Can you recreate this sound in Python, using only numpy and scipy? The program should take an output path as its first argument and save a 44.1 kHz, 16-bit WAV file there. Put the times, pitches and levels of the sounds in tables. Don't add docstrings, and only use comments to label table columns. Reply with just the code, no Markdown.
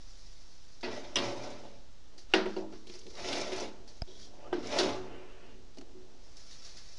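import sys
import numpy as np
from scipy import signal
from scipy.fft import rfft, irfft, next_fast_len
from scipy.io import wavfile
from scipy.ndimage import uniform_filter1d

SR = 44100
rng = np.random.default_rng(int(sys.argv[2]) if len(sys.argv) > 2 else 0)


def wrap_up_sound(samples):
    columns = np.atleast_2d(samples).T
    tamed = np.clip(columns, -1, 1)
    steps = np.round(tamed * 32767).astype(np.int16)
    wavfile.write(sys.argv[1], SR, steps)


N = 308203


def undb(db):
    return 10 ** (np.asarray(db) / 20)


def evened(x):
    return x / np.sqrt(np.mean(x ** 2) + 1e-20)


def read(points, hz):
    f, value = np.transpose(points)
    return np.interp(np.log(hz + 1), np.log(f + 1), value)


def colour(x, points):
    size = next_fast_len(len(x))
    gain = undb(read(points, np.fft.rfftfreq(size, 1 / SR)))
    return irfft(rfft(x, size) * gain, size)[:len(x)]


def ring(x, hz, width_hz):
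    r = np.exp(-np.pi * width_hz / SR)
    return 2 * signal.lfilter([1 - r], [1, -r * np.exp(2j * np.pi * hz / SR)], x).real


def add(mix, s, sound):
    part = mix[round(s * SR):][:len(sound)]
    part += sound[:len(part)]


def wander(count, per_s, spread_db):
    knots = np.arange(0, N / SR + 1, 1 / per_s)
    db = spread_db * rng.standard_normal((count, len(knots)))
    return [evened(undb(np.interp(np.arange(N) / SR, knots, row))) for row in db]


def slips(per_s, spread_db, hiss):
    size = undb(spread_db * np.minimum(rng.exponential(1, N), 5))
    size = size * rng.choice([-1., 1.], N)
    clicks = size * (rng.random(N) < per_s / SR)
    return evened(evened(clicks) + hiss * rng.standard_normal(N))


def swells(rows, extra_db=0):
    shape = 1.406
    s, db, rise_s, fall_s = np.transpose(rows)[:4, :, None]
    step = np.arange(0, N + 64, 64)
    late_s = step / SR - s
    far = abs(late_s) / np.where(late_s < 0, rise_s, fall_s)
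    gain = undb(db + np.reshape(extra_db, (-1, 1)) - 20 * far ** shape)
    return np.interp(np.arange(N), step, np.linalg.norm(gain, axis=0))


def crack(t, hz, width_hz, t60_s):
    band = ring(ring(rng.standard_normal(len(t)), hz, width_hz), hz, width_hz)
    return evened(band) * undb(-60 * t / t60_s) * (1 - np.exp(-t / .0004))


def struck(t, hz, db, t60_s):
    start = undb(db) * (-1.) ** np.arange(len(hz))[:, None]
    rise = 1 - np.exp(-t * hz / 1.3)
    modes = start * rise * np.sin(2 * np.pi * hz * t) * undb(-60 * t / t60_s)
    return modes.sum(0) / np.linalg.norm(start)


# frequency in Hz, level in dB per Hz.
HUSH = [(15, -25), (55, -21), (152, -30.5), (570, -34.5), (2260, -41), (3900, -36.5), (6100, -37.5),
        (9210, -53), (14100, -105)]
# peak in seconds, level in dB, rise in seconds, fall in seconds.
GRIP = [
    (0.27, -55.5, 2.6, 0.35),
    (1.17, -55.5, 0.3, .12),
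    (2.47, -54.5, 0.48, .14),
    (3.27, -60, 1.3, 0.5),
    (3.96, -58.5, 0.41, 0.18),
    (4.2, -66, .2, 2.7),
    (5.45, -59.5, 1.3, 0.33),
    (6.99, -62, 3, 0.45),
]


def kitchen():
    hush_db, grip_rest_db = -59.5, -66
    hush = undb(hush_db) * evened(colour(rng.standard_normal(N), HUSH))
    wobble_band = [(4, 9.5), (12, 3), (30, 15), (60, -31), (100, -43.5)]  # (Hz, dB)
    wobble = evened(colour(rng.standard_normal(N), wobble_band))
    return hush + wobble * np.hypot(undb(grip_rest_db), swells(GRIP))


# peak in seconds, level in dB, rise in seconds, fall in seconds.
CREASES = [(0.0, -57, .05, 0.059), (0.15, -59.5, 1.5, 2.1), (2.19, -78, 0.086, 0.16),
           (2.56, -58, 0.26, 0.11), (2.73, -61.5, 0.034, 0.18), (2.94, -54.5, 0.11, 0.17),
           (3.09, -58, .15, 0.22), (3.2, -64, 0.05, .25), (3.33, -44.5, 0.25, 0.11),
           (3.61, -56, 0.076, 0.09), (3.975, -61, 0.11, 0.059), (4.1, -62, 0.069, 0.63),
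           (4.25, -53, 0.21, 0.028), (4.79, -34.5, 0.017, 0.078), (6.33, -62, 0.32, 0.25),
           (6.51, -53, 0.23, 0.25), (6.67, -54.5, 0.22, 1.2), (6.99, -45.5, 0.033, .05)]
# peak in seconds, boom in dB, rise in seconds,
# fall in seconds, clang against boom in dB.
SHUDDERS = [(0.0, -53, .05, 0.0054, 3), (0.877, -31.5, 0.015, 0.035, -11), (1.219, -39.5, 0.036, 0.18, -18),
            (1.312, -51, 0.15, 0.053, 13.5), (2.15, -59.5, 0.063, 0.16, -5), (2.45, -48, 0.02, 0.085, -19),
            (2.58, -45, 0.041, 0.21, 0), (2.88, -54.5, 0.1, 0.31, -27), (3.078, -49.5, 0.098, 0.18, -27),
            (3.72, -52.5, .15, 0.33, -4), (4.11, -52, 0.049, 0.25, -25), (4.6, -37.5, 0.07, 0.2, -21),
            (4.77, -40.5, 0.092, 0.23, 11.5), (4.834, -33, 0.029, 0.22, -7), (5.1, -46.5, 0.21, 0.26, -9),
            (5.446, -53, 0.17, 0.38, -8), (5.855, -55.5, 0.089, 0.25, -10), (5.955, -58, .03, 0.054, -20),
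            (6.07, -62.5, 0.32, 0.32, -1.5), (6.36, -64, 0.19, 0.14, -2.5),]
# peak in seconds, drag in dB, rise in seconds, fall in seconds,
# weight passed to the cabinet in dB.
SLIDES = [(0.925, -51, 0.055, 0.31, 8.5), (1.24, -45.5, 0.12, 0.17, 6.5), (1.434, -53, 0.28, 0.32, 10),
          (1.68, -64.5, 0.76, 0.2, 12), (2.301, -57, 0.0088, 0.14, -2.5), (2.46, -61, 0.038, 0.083, -1),
          (2.94, -60, 0.1, 0.12, -19), (3.2, -49, 0.067, 0.53, 6), (3.34, -41, 0.18, 0.25, 5),
          (3.53, -50, 0.14, 0.12, 9.5), (3.62, -46, 0.19, 0.092, 7.5), (3.885, -71, 0.016, 0.15, 3),
          (4.781, -39, 0.18, 0.22, 3.5), (6.7, -69, 0.79, 0.56, 4)]
# peak in seconds, drag in dB, rise in seconds,
# fall in seconds, weight passed to the cabinet in dB.
SWINGS = [
    (4.502, -61.5, 0.27, 0.087, 13.5),
    (4.57, -60, 0.085, 0.059, 17.5),
    (4.8, -42, 0.13, 0.052, -12),
    (5.12, -57, 0.18, 0.43, 3.5),
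    (5.5, -62, 0.88, 0.093, -3),
    (6.72, -69, 0.54, 0.41, -13),
]


def efforts():
    rasp_db, boom_db, clang_db = -0.5, -2.5, 0
    drags = SLIDES + SWINGS
    weight = swells(drags, np.transpose(drags)[-1])
    rubbing = swells(SLIDES)
    rasping = np.hypot(undb(rasp_db) * rubbing, swells(CREASES))
    boom = np.hypot(undb(boom_db) * weight, swells(SHUDDERS))
    clang = np.hypot(undb(clang_db) * weight, swells(SHUDDERS, np.transpose(SHUDDERS)[-1]))
    return rasping, rubbing, swings_gain(), boom, clang


def swings_gain():
    return swells(SWINGS)


# frequency in Hz, t60 in seconds, struck level in dB, rubbed level in dB.
CABINET = [(113.2, 0.96, -20, -14), (187, 0.37, -37, -46), (206.9, 0.94, -11, -12.5),
           (247.2, 0.63, -23, -9.5), (277.3, 0.37, -27, -4), (317.1, 0.36, 2, -6), (344.7, 0.5, 3.5, -5),
           (370.8, 0.28, 14.5, -1), (404, 0.47, -6, -16), (433, 0.35, 5, -5.5), (452.6, 0.31, -16, -7.5),
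           (539, 0.52, -3.5, -5.5), (599.7, 0.066, 5.5, 8.5), (654.6, 0.28, 3.5, -22),
           (686, 0.092, -29, 4.5), (732, 0.2, 1, -1.5), (850, 0.25, 0, -19), (855, 0.12, -11, 2),
           (968, 0.43, -5.5, -10.5), (1040, 0.46, -19, -27)]
# frequency in Hz, gain in dB.
SHEET = [(80, -5), (105, -1.5), (1050, -4), (1500, -23)]


def rumble(modes, gain):
    drag = colour(slips(900, 4.0, 1.23), SHEET)

    def walls(force):
        return sum(undb(db) * np.sqrt(t60_s) * ring(force, hz, 2.52 / t60_s) for hz, t60_s, _, db in modes)

    return walls(drag * gain) / np.std(walls(drag[:2 * SR]))


# frequency in Hz, width in Hz, level in dB.
WIRES = [(1454, 22, -25), (2470, 96, -15), (1950, 11, -15), (2650, 90, -12.5), (3300, 90, -21),
         (3510, 67, -3), (3730, 71, -8), (4380, 170, -8), (5300, 210, -10), (5700, 300, -22)]


def rack_wires(force):
    touch = wander(len(WIRES), 12.0, 3.5)
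    out = np.zeros(N)
    for k, (hz, width_hz, db) in enumerate(sorted(WIRES)):
        out += (-1) ** k * undb(db) * ring(force * touch[k], hz, width_hz)
    return out


def tray_sheet(force):
    t = np.arange(SR // 8) / SR
    echoes = rng.standard_normal((4, len(t))) * undb(-60 * t / 0.14)
    turn = np.pi * (np.arange(N) / SR * 6 + np.arange(4)[:, None] / 4)
    fed = force * np.cos(turn) ** 2 * np.sqrt(2 / 3)
    return signal.oaconvolve(fed, echoes / np.linalg.norm(echoes[0]), axes=1).sum(0)[:N]


# frequency in Hz, level in dB per Hz.
RASP = [(900, -25), (1800, -10.5), (2600, -13.5), (3500, -8.5), (4600, 0), (6100, -2.5), (7100, -11),
        (8200, -22)]
# frequency in Hz, level in dB per Hz.
RUB = [(700, -40), (1000, -15), (1300, -6.5), (1750, -10), (2050, -4), (3300, -7.5), (4200, -7.5),
       (6000, -54)]
# frequency in Hz, level in dB per Hz.
SLOT = [(600, -43), (900, -9), (1300, -2.5), (1700, -1), (2200, -3), (2950, 1.5), (3300, -9), (5000, -32)]


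def scrape():
    rasping, rubbing, swinging, boom, clang = efforts()
    grip = uniform_filter1d(uniform_filter1d(rng.standard_normal(N), 500), 500)
    catching = undb(1.33 * evened(grip))
    rasp = evened(colour(slips(2600, 3.0, 0.5), RASP) * catching) * rasping
    rub = evened(colour(slips(2600, 2.6, 0.5), RUB) * catching) * rubbing
    rub = rub + evened(colour(slips(1500, 0.86, 0.81), SLOT)) * swinging
    on_rack = rub + rasp * np.minimum(rubbing / rasping, 1)
    walls = rumble(CABINET[:11], boom) + rumble(CABINET[11:], clang * catching)
    direct = rasp + rub
    return 0.72 * direct + 1.03 * tray_sheet(direct) + 1.47 * rack_wires(on_rack) + colour(walls, SHEET)


# start in seconds, level in dB, t60 in seconds.
RUSTLES = [(0.807, -39.5, 0.15), (0.925, -58, 0.18), (2.179, -38.5, 0.3), (2.87, -41.5, 0.23),
           (3.1, -39, 0.11), (3.876, -39.5, 0.28), (6.369, -40.5, 0.29), (6.509, -40.5, 0.39),
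           (6.645, -35, 0.43), (6.7688, -33, 0.18), (6.974, -43, 0.19)]


def rustle(s, rustle_db, t60_s):
    t = np.arange(SR // 3) / SR
    foil = evened(colour(rng.standard_normal(len(t)), RASP))
    return s, undb(rustle_db - 10.0 - 60 * t / t60_s) * foil * (1 - np.exp(-t / 0.0014))


# frequency in Hz, level in dB, t60 in seconds.
LEDGE = [(249.4, -1.5, 0.49), (358.7, 5.5, 0.29), (442, -6, 0.53), (565, -5, 0.22), (655, -2, 0.59),
         (702, 0, 0.13), (958, -6, 0.28)]
RIM = [(913, -4, 0.099), (1940, -1, 0.21), (2070, -9, 0.088), (2530, 0, 0.08), (2750, 1, .07),
       (3810, -12, .08), (4400, -3, 0.064), (4732, -0.5, .06)]
CLIP = [(1937, 1, 0.16), (2400, -10, .08), (5150, -1, 0.097), (5330, -6, .07), (3100, -14, 0.045)]
RACK = [(121, -18, 2.22), (207.6, -12.5, 1.24), (278, -8.5, 0.5), (564, -6.5, 1.26), (840, -18, 0.22),
        (1020, -10, 0.41), (1910, -6, 0.26), (2810, 3, 0.15), (3060, 9.5, 0.047), (3300, 3.5, 0.093),
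        (5200, 1.5, 0.17), (5830, 16, 0.023), (4130, -31, 0.033), (10100, -7.5, 0.023)]
TRAY = [(190, -14.5, 1), (1185, -8, 0.15), (2100, 4, 0.045), (690, -5.5, 0.14), (810, 4.5, 0.081),
        (1440, 10, 0.043), (1900, -4, 0.26), (1610, -7, 0.17), (2480, -1, 0.049), (2820, 16, 0.036),
        (3700, 5, 0.035), (4270, -12, 0.11), (4517, 2, 0.079), (5700, 3, 0.034)]
BELLY = [(375, 0, 0.24), (322, -5, 0.68), (244, -15.5, .5), (436, -3, 0.062), (210, -19.5, 0.94),
         (646, -9.5, 0.26), (477, -7.5, .2), (749, -10, 0.15), (946, -11, 0.19), (561, -8.5, 0.17),
         (411, -11, .15), (518, -15, 0.14), (348, -13, 0.22)]
LIP = [(1420, -3, 0.044), (2800, 0, 0.03), (4500, 0, 0.026)]
THUD = [(215, 1, .06), (348, 1, 0.079), (3300, -12, .02)]
ARM = [(357.6, 12, 0.13), (448, -1.5, 0.14), (600, 9, 0.03), (774, 4.5, 0.045), (950, -6, 0.061),
       (1560, -1, 0.079), (1250, -8, 0.054), (1900, -13, 0.052), (3010, -6.5, 0.035), (3450, -8, .03)]
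STOP = [(314, 13, 0.039), (386, -16, 0.03)]
DOOR = [(113.3, -15.5, 1.4), (383, 9, 0.56), (375, -2, 1.65), (721, -11, .08), (950, -15, .1),
        (1900, 8, 0.074), (3000, -11, 0.11), (3600, 5, 0.12), (4050, -11, .04), (4600, -7, 0.041),
        (5570, -12, .1)]
CATCH = [(271, 7, 0.062), (375, -7, 0.22), (2900, -2.5, 0.02), (4380, 1.5, 0.024)]
BOUNCE = [(213, -2, 0.29), (258, -28, 0.24), (316, 9, 0.2), (370.4, 11, 0.38), (477, -12, 0.08),
          (590, -18, 0.09), (686, -19, 0.14), (2870, -19, .05)]
HARD_S, PADDED_S = 0.00016, 0.0068
# start in seconds, level in dB, contact rise in seconds, modes of the part.
STRIKES = [(0.828, -28.5, PADDED_S, LEDGE), (0.8331, -33, HARD_S, RIM), (0.839, -39, HARD_S, RIM),
           (0.8438, -32.5, HARD_S, RIM), (0.853, -39, HARD_S, RIM), (0.928, -42, HARD_S, CLIP),
           (0.965, -41.5, HARD_S, CLIP), (1.1572, -13, HARD_S, RACK), (1.172, -31, PADDED_S, LEDGE),
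           (2.337, -9.5, HARD_S, TRAY), (2.3361, -16.5, HARD_S, BELLY), (2.384, -26, HARD_S, BELLY),
           (2.456, -26.5, HARD_S, BELLY), (2.564, -26.5, HARD_S, BELLY), (2.564, -35, HARD_S, LIP),
           (2.896, -37, HARD_S, THUD), (3.062, -46, HARD_S, THUD), (4.527, -17.5, HARD_S, ARM),
           (4.536, -33, HARD_S, ARM), (4.549, -20, HARD_S, STOP), (4.58, -19.5, HARD_S, STOP),
           (4.786, -25.5, HARD_S, DOOR), (5.7836, -32.5, HARD_S, CATCH), (5.812, -39, HARD_S, CATCH),
           (5.946, -44.5, PADDED_S, BOUNCE)]


def blow(s, level_db, rise_s, modes):
    hz, db, t60_s = np.transpose(modes)[:, :, None]
    t = np.arange(0, min(t60_s.max(), 1), 1 / SR)
    return s, undb(level_db) * struck(t, hz, db, t60_s) * (1 - np.exp(-t / rise_s))


def cabinet(t, length):
    hz, t60_s, db, _ = np.transpose(CABINET)[:, :, None]
    place_db = 5 * (rng.random(hz.shape) - .5)
    return struck(t, hz, db + place_db, length * t60_s)


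# frequency in Hz, level in dB per Hz.
CLATTER = [(350, -23.5), (850, 0), (1100, 0), (1500, 0), (2000, -3.5), (4500, -2.5), (5750, -6.5),
           (7200, -24), (10900, -39.5), (14000, -70)]
# frequency in Hz, t60 in seconds.
CLATTER_T60 = [(1000, 0.86), (2000, 0.61), (4000, 0.47), (6000, 0.41), (10000, 0.41)]
# start in seconds, clatter in dB, cabinet in dB, crack pitch in Hz, crack in dB.
FREE_KNOCKS = [(0.8296, -26, -36, 2460, -14), (1.1574, -20, -31.5, 3180, -4), (1.165, -27, -60, 3300, 7),
               (1.186, -30, -40, 3300, 4.5), (1.5035, -41.5, -52, 5730, -4), (2.4577, -34.5, -32, 1880, -2),
               (3.1524, -44, -52, 4400, 0), (3.245, -46, -39, 2470, 9.5), (3.52, -29, -30.5, 2530, -5.5),
               (3.6057, -49, -32.5, 5700, 12), (4.0741, -51, -47.5, 3260, -2),
               (4.786, -19.5, -26.5, 4250, 1), (4.7979, -30.5, -26, 3700, 10)]
# start in seconds, clatter in dB, cabinet in dB,
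# crack pitch in Hz, crack in dB.
DAMPED_KNOCKS = [
    (2.337, -13, -38, 2190, -5),
    (2.381, -29, -37, 1870, -11),
    (2.565, -36.5, -32, 2800, -12.5),
    (2.724, -43.5, -41.5, 1610, -10),
    (4.5281, -30.5, -32, 1350, -4.5),
]
FREE_RING, DAMPED_RING = 1, 0.61


def knock(s, clatter_db, cabinet_db, crack_hz, crack_db, length):
    t = np.arange(SR * 3 // 5) / SR
    hz, when_s, z = signal.stft(rng.standard_normal(len(t)), SR, nperseg=256)
    hollow_db = -5.5 * np.exp(-(np.log((hz + 1) / (0.47 * crack_hz)) / .22) ** 2)
    level_db = (read(CLATTER, hz) + hollow_db)[:, None]
    decay_db = 60 * when_s / (length * read(CLATTER_T60, hz)[:, None])
    clatter = signal.istft(z * undb(level_db - decay_db), SR, nperseg=256)[1][:len(t)]
    clatter = clatter / np.std(clatter[:400]) * (1 - np.exp(-t / .003))
    treble = 0.24 * clatter + undb(crack_db) * crack(t, crack_hz, 1750, 0.049)
    return s, undb(clatter_db) * treble + undb(cabinet_db) * cabinet(t, length)


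# start in seconds, level in dB, cabinet in dB, pitch in Hz.
TICKS = [(2.8695, -43, -46, 3600), (2.8966, -42.5, -45, 3320), (2.938, -43, -43, 4500),
         (2.952, -44, -44, 5500), (2.991, -45, -50, 5570), (3.013, -50, -58, 3480),
         (3.066, -45.5, -41.5, 3300), (3.286, -31.5, -35, 3600), (3.329, -28, -32, 3430),
         (3.3338, -31, -39, 3600), (3.3687, -34, -34, 2650), (3.381, -32.5, -26.5, 5280),
         (3.388, -42, -44, 4250), (3.405, -36, -41, 5660), (3.413, -32.5, -48, 5300),
         (3.562, -36, -43, 5550), (3.5987, -34, -59, 5040), (3.876, -50, -58, 5000),
         (2.179, -48, -52, 5050), (6.368, -43.5, -63, 5200), (4.6425, -49, -52, 2410),
         (4.693, -47, -53, 2400), (4.726, -34, -54, 3220), (4.786, -30, -43, 2170),
         (4.8326, -27.5, -46, 3300), (4.893, -38, -51, 2900), (4.671, -40, -59, 5520),
         (5.522, -65, -73, 2760), (5.746, -56, -83, 4620), (5.774, -57, -60, 1510),
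         (5.8108, -48, -64, 1500), (5.7714, -48, -38.5, 4500), (5.7836, -47.5, -57, 5440),
         (5.784, -54, -64, 1900), (5.8114, -54, -41, 3180), (5.811, -52.5, -58, 5900)]


def tick(s, tick_db, cabinet_db, hz):
    t60_s = 0.042
    t = np.arange(SR // 3) / SR
    wire = 0.06 * np.sin(2 * np.pi * hz * t) * undb(-60 * t / (1.6 * t60_s))
    click = crack(t, hz, 2160, t60_s) + wire
    return s, undb(tick_db) * click + undb(cabinet_db) * cabinet(t, 0.35)


def bump():
    bump_s, bump_db, tick_hz, tick_db = 4.0205, -25, 5040, -23
    t, out = np.arange(SR // 4) / SR, np.zeros(N)
    push = -(1 - np.exp(-t / 0.00062)) * np.exp(-(t / 0.0042) ** 2)
    rebound = 0.16 * (t / 0.018) ** 2 * np.exp(2 - 2 * t / 0.016)
    shell = 0.39 * np.sin(2 * np.pi * 680 * t) * (t / 0.0018) * np.exp(1 - t / 0.0016)
    shell = shell + 0.13 * np.sin(2 * np.pi * 900 * t) * (t / 0.0031) * np.exp(1 - t / 0.003) / 2
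    add(out, bump_s, undb(bump_db) * (push + rebound + shell))
    swell = (t / 0.0017) ** 2 * np.exp(2 - 2 * t / 0.0014)
    plastic = np.sin(2 * np.pi * tick_hz * t) + .5 * crack(t, 1200, 6400, 0.019)
    add(out, bump_s - .0016, undb(tick_db) * swell * plastic)
    return out


# peak in seconds, level in dB, rise in seconds, fall in seconds.
STROKES = [
    (4.085, -55.5, .015, 0.11),
    (4.165, -59, 0.063, .1),
    (4.235, -57, 0.045, 0.099),
    (5.93, -74, .04, .1),
]
# frequency in Hz, width in Hz, level in dB.
HANDLE = [(3300, 380, 0.5), (3840, 430, -3), (4500, 250, -8), (5660, 250, 1)]


def handle():
    skin = slips(1500, 1.5, 1.0)
    hiss = np.zeros(N)
    for k, (hz, width_hz, db) in enumerate(HANDLE):
        hiss += (-1) ** k * undb(db) * ring(ring(skin, hz, width_hz), hz, width_hz)
    return evened(hiss) * swells(STROKES)


# time in seconds, pitch in Hz, level in dB.
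SQUEAK = [
    (4.446, 1210, -54),
    (4.462, 1200, -52),
    (4.475, 1250, -51),
    (4.487, 1290, -68),
]


def hinge():
    s, hz, db = np.transpose(SQUEAK)
    t = np.arange(s[0], s[-1], 1 / SR)
    waver = 1 + 0.037 * evened(uniform_filter1d(rng.standard_normal(len(t)), size=120))
    phase = 2 * np.pi * np.cumsum(np.interp(t, s, hz) * waver) / SR
    return s[0], undb(np.interp(t, s, db)) * np.sin(phase)


def scene():
    oven = scrape()
    knocks = [(*row, FREE_RING) for row in FREE_KNOCKS] + [(*row, DAMPED_RING) for row in DAMPED_KNOCKS]
    for sound, table in ((rustle, RUSTLES), (blow, STRIKES), (knock, knocks), (tick, TICKS)):
        for row in table:
            add(oven, *sound(*row))
    add(oven, 0, handle())
    add(oven, *hinge())
    return (oven + bump() + kitchen())[None]


def band_limit(x):
    return signal.sosfilt(signal.butter(12, 11010, fs=SR, output="sos"), x)


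# frequency in Hz, gain in dB.
EDGE = [(20, 3.5), (10400, -5.5), (10900, -19.5), (11300, -65), (14000, -40), (15600, -30)]


def record(dry):
    offset = .0099
    mix = colour(dry[0], EDGE)[None] + offset
    return band_limit(mix)


dry = scene()
out = record(dry)
wrap_up_sound(out)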